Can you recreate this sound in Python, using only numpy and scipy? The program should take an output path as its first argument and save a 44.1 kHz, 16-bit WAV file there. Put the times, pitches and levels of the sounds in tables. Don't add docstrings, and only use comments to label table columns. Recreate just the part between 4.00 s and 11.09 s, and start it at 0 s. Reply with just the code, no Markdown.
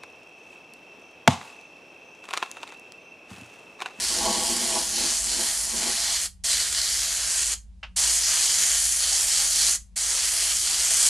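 import sys
import numpy as np
from scipy import signal
from scipy.fft import rfft, irfft, next_fast_len
from scipy.io import wavfile
from scipy.ndimage import uniform_filter1d

SR = 44100
rng = np.random.default_rng(int(sys.argv[2]) if len(sys.argv) > 2 else 0)


def generate_wav(sig):
    pcm = np.round(np.clip(np.atleast_2d(sig).T, -1, 1) * 32767).astype(np.int16)
    wavfile.write(sys.argv[1], SR, pcm)


N = 312655
T = np.arange(N) / SR
FFT_SIZE = next_fast_len(N)
HZ = np.arange(FFT_SIZE // 2 + 1) * SR / FFT_SIZE + 1e-3

# (time [s], relative hiss level [dB], canvas roar [dB], nozzle ring [dB], top end [dB])
STROKE_RIDES = [
    [(0.0, -30, -5, -4, 0), (0.02, -28, -7, -5, -2), (0.36, -29, -5, -1, -2), (0.48, -28, -7, -5, -1),
     (0.79, -29, -6, -2, -2), (0.88, -30, -10, -7, -3), (0.98, -29, -5, 1, -2), (1.12, -27, -8, -3, -3),
     (1.23, -28, -12, -10, -3), (1.32, -29, -6, 1, -3), (1.46, -28, -7, -4, -2), (1.48, -26, -7, -3, -4),
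     (1.58, -29, -10, -6, -1), (1.75, -30, -8, -6, -2), (1.76, -32, -8, 0, 1), (1.77, -27, -7, -4, -5),
     (1.87, -29, -5, 0, -1), (2.12, -27, -8, -3, -3), (2.14, -26, -9, 0, -4), (2.21, -28, -8, -7, -3),
     (2.25, -28, -9, -6, -1)],
    [(2.45, -27, -8, -6, -3), (2.512, -26, -6, -1, -3), (2.624, -27, -6, -3, -3), (2.71, -30, -8, -7, -2),
     (2.758, -28, -6, -2, -3), (3.038, -28, -7, -2, -2), (3.172, -29, -7, -6, 0), (3.196, -29, -5, -2, -3),
     (3.282, -27, -8, -5, -4), (3.42, -26, -8, -2, -2), (3.436, -27, -10, -6, -3), (3.53, -27, -8, -7, -3)],
    [(3.975, -24, -9, -7, -2), (4.087, -23, -8, -6, -3), (4.187, -24, -12, -9, -3),
     (4.221, -26, -6, -3, -1), (4.231, -24, -11, -3, -4), (4.289, -22, -9, -7, -3),
     (4.773, -24, -9, -6, -3), (4.793, -24, -12, -9, -2), (4.999, -27, -10, -6, -1),
     (5.015, -25, -9, -3, -3), (5.143, -22, -11, -7, -5), (5.173, -23, -9, -6, -3),
     (5.265, -24, -11, -11, -2), (5.315, -23, -10, -5, -5), (5.443, -25, -7, -4, -1),
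     (5.473, -25, -12, -9, -3), (5.551, -23, -11, -4, -4), (5.679, -22, -9, -5, -4),
     (5.745, -25, -11, -11, -2)],
    [(5.975, -27, -10, -8, -2), (6.191, -26, -7, -3, -3), (6.315, -26, -9, -10, 0),
     (6.377, -25, -8, -4, -3), (6.517, -24, -8, -7, -3), (6.533, -24, -12, -12, -5),
     (6.601, -26, -13, -11, -2), (6.687, -26, -8, -4, -2), (6.899, -23, -9, -7, -4),
     (7.081, -21, -10, -8, -2), (7.09, -20, -11, -9, -5)],
]
# (frequency [Hz], relative level [dB])
JET_EQ = [(210, -51), (350, -21), (447, -25), (646, -17), (1070, -17), (1860, -10), (2760, -11), (3120, -5),
          (3700, -10), (4310, -2), (5250, -4), (6920, 0), (10100, -4), (12000, -15), (13600, -29)]
# (frequency [Hz], side against mid [dB])
JET_WIDTH = [(60, -9), (110, -2), (200, -4), (360, -5), (660, -8), (1200, -21), (2180, -37), (3960, -15),
             (7210, -14), (13100, -7)]
ROAR_HZ, RING_HZ, HISS_HZ, TOP_HZ = 2800, 4600, 6500, 10000


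def air_jet():
    times, *rides = np.vstack(STROKE_RIDES).T
    hiss_db, roar_db, ring_db, top_db = (np.interp(T, times, ride) for ride in rides)
    swings = [ride - ride.mean() for ride in (roar_db, ring_db, np.zeros(N), top_db)]
    mid, side = rfft(rng.standard_normal((2, FFT_SIZE))) * eq_curve(JET_EQ)
    spectrum = stereo(mid, side * eq_curve(JET_WIDTH))
    hiss = 0
    for centre_hz in 320 * 2 ** (np.arange(17) / 3):
        window = np.cos(np.pi / 2 * np.clip(3 * np.log2(HZ / centre_hz), -1, 1)) ** 2
        band = irfft(spectrum * window, FFT_SIZE)[:, :N]
        place = np.interp(np.log(centre_hz), np.log([ROAR_HZ, RING_HZ, HISS_HZ, TOP_HZ]), np.arange(4))
        below = min(int(place), 2)
        blend = place - below
        tone_db = (1 - blend) * swings[below] + blend * swings[below + 1]
        hiss = hiss + band * undb(tone_db + 1.2 * flutter(rate_hz=9))
    grain = undb(1.6 * flutter(rate_hz=700))
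    return at_level(hiss * grain, 3.5) * undb(hiss_db)


# (open time [s], shut time [s])
TRIGGER_CUES = [(-1, 2.262), (2.437, 3.538), (3.960, 5.758), (5.958, 8)]


def valve_gate():
    flow = np.zeros(N)
    for opens, shuts in TRIGGER_CUES:
        attack = 1 - np.exp(-np.clip(T - opens, 0, 1) / .004)
        release = np.exp(-np.clip(T - shuts, 0, 9) / .008)
        flow += attack * release
    return flow


# (time [s], relative level [dB], upper modes against lower [dB])
CANVAS_RIDE = [(0.0, -49, 0), (0.04, -45, -6), (0.06, -54, 4), (0.18, -40, -1), (0.25, -36, 8),
               (0.3, -34, 2), (0.35, -40, 9), (0.37, -34, 0), (0.45, -42, 5), (0.52, -36, -1),
               (0.57, -42, -2), (0.77, -37, 5), (0.89, -47, -4), (0.91, -53, 2), (0.99, -38, -7),
               (1.01, -40, 0), (1.03, -38, -5), (1.19, -59, 10), (1.24, -53, 0), (1.38, -41, -3),
               (1.57, -61, 10), (1.61, -52, 3), (1.63, -61, 7), (1.74, -44, 1), (1.8, -41, -5),
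               (1.83, -44, 3), (1.88, -39, -3), (1.95, -54, 6), (2.15, -63, 17)]
# (frequency [Hz], width [Hz], relative level [dB])
CANVAS_LOW_MODES = [(230, 70, 0), (350, 110, -1), (500, 60, -4)]
CANVAS_HIGH_MODES = [(660, 70, 0), (830, 120, 0), (960, 60, -3), (1100, 60, -2)]


def canvas_drumming():
    times, db, upper_db = np.transpose(CANVAS_RIDE)
    low = noise(resonances(CANVAS_LOW_MODES))
    high = noise(resonances(CANVAS_HIGH_MODES))
    low = at_level(low, -.3) * undb(np.interp(T, times, db, right=-90))
    high = at_level(high, -.3) * undb(np.interp(T, times, db + upper_db, right=-90))
    return (low + high) * undb(1.5 * flutter(rate_hz=60))


# (time [s], relative level [dB], time to fall 60 dB [s])
SPIT_CUES = [(3.829, -29, .1)]
# (frequency [Hz], relative level [dB])
SPIT_EQ = [(290, -49), (500, -19), (1490, -4), (1780, -11), (2860, 0), (3460, -14), (5430, -20),
           (10200, -45), (13000, -67)]


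def valve_spit():
    envelope = 0
    for start, db, t60 in SPIT_CUES:
        age = np.clip(T - start, 0, 9)
        attack = 1 - np.exp(-age / .002)
        envelope = envelope + attack * undb(db - 60 * age / t60)
    return envelope * at_level(noise(eq_curve(SPIT_EQ)), .1)


# (time [s], pitch [Hz], level [dB])
HUM_RIDE = [(0.0, 60.1, -64), (0.1, 56.1, -48), (0.53, 54.6, -52), (0.59, 53.4, -60), (0.67, 50.4, -57),
            (1.32, 50.4, -46), (1.54, 50.6, -56), (1.66, 56.6, -56), (1.81, 52.9, -50), (1.95, 53.7, -58),
            (2.05, 54.9, -51), (2.15, 50.9, -54), (2.35, 49.1, -57), (2.41, 49.5, -49), (2.65, 53.3, -51),
            (3.08, 53.2, -48), (3.22, 54.7, -48), (3.35, 54.5, -53), (3.45, 54.4, -44), (3.83, 54.6, -49),
            (4.05, 54.5, -44), (4.4, 54.6, -51), (4.5, 52.0, -56), (4.64, 54.9, -56), (4.72, 55.9, -47),
            (5.23, 56.0, -52), (5.39, 49.1, -52), (5.57, 49.1, -50), (5.69, 54.1, -46), (5.75, 55.7, -50),
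            (5.82, 53.5, -46), (5.9, 53.1, -53), (6.18, 53.3, -52), (6.28, 56.0, -48), (6.48, 55.8, -48),
            (6.57, 58.0, -52), (6.85, 60.0, -55), (7.01, 54.0, -55), (7.09, 52.8, -48)]


def low_hum():
    times, hz, db = np.transpose(HUM_RIDE)
    phase = 2 * np.pi * np.cumsum(np.interp(T, times, hz)) / SR
    envelope = undb(np.interp(T, times, db) + 1.5 * flutter(rate_hz=12))
    hum = np.sqrt(2) * np.sin(phase) * envelope
    return stereo(hum, .15 * hum[::-1])


# (frequency [Hz], relative level [dB])
AIR_EQ = [(15, -31), (25, -1), (75, 0), (114, -15), (203, -15), (285, -34), (750, -37), (925, -36),
          (1230, -43), (2570, -41), (8330, -44), (10300, -46), (13000, -67)]
# (frequency [Hz], width [Hz], level [dB])
FAN_TONE = [(185, 8, -62)]


def room_tone():
    gain = eq_curve(AIR_EQ)
    air = at_level(stereo(noise(gain), .45 * noise(gain)), db=-52)
    fan = at_level(noise(resonances(FAN_TONE)), db=FAN_TONE[0][2])
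    return air + fan


def studio_reverb(x, t60_s=.2, wet_db=-12):
    t = T[:int(.4 * SR)]
    mid, side = rng.standard_normal((2, len(t))) * undb(-60 * t / t60_s) * (t > .004)
    tail = stereo(mid, .3 * side) / np.sqrt(np.sum(mid ** 2))
    wet = signal.fftconvolve(x.mean(axis=0)[None], tail, axes=1)[:, :N]
    return x + undb(wet_db) * wet


def undb(db):
    return 10 ** (np.asarray(db) / 20)


def at_level(x, db):
    return x * undb(db) / np.sqrt(np.mean(x ** 2))


def eq_curve(points):
    hz, db = np.transpose(points)
    return undb(np.interp(np.log(HZ), np.log(hz), db))


def resonances(modes):
    return sum(undb(db) / (1 + ((HZ - hz) / (width / 2)) ** 2) for hz, width, db in modes)


def noise(gain):
    return irfft(rfft(rng.standard_normal(FFT_SIZE)) * gain, FFT_SIZE)[:N]


def flutter(rate_hz):
    hold = int(SR / rate_hz)
    steps = np.repeat(rng.standard_normal(N // hold + 1), hold)
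    return 1.3 * uniform_filter1d(uniform_filter1d(steps, hold), hold)[:N]


def stereo(mid, side):
    return np.array([mid + side, mid - side])


def scene():
    airbrush = air_jet() * valve_gate() + canvas_drumming() + valve_spit()
    balance = undb([[-.25], [.25]])
    return (studio_reverb(airbrush) + room_tone() + low_hum()) * balance


def record(dry):
    drum_hz, cutoff_hz = 150, 13750
    memory = .53
    turn_delay = np.exp(-2j * np.pi * HZ / drum_hz) * .93 / (1 + (HZ / 14000) ** 2)
    comb = (1 - turn_delay) / (1 - memory * turn_delay)
    notched = irfft(rfft(dry, FFT_SIZE) * comb, FFT_SIZE)[:, :N]
    high_cut = signal.ellip(10, .2, 80, cutoff_hz, fs=SR, output="sos")
    return signal.sosfilt(high_cut, .8 * notched)


dry = scene()
out = record(dry)
generate_wav(out)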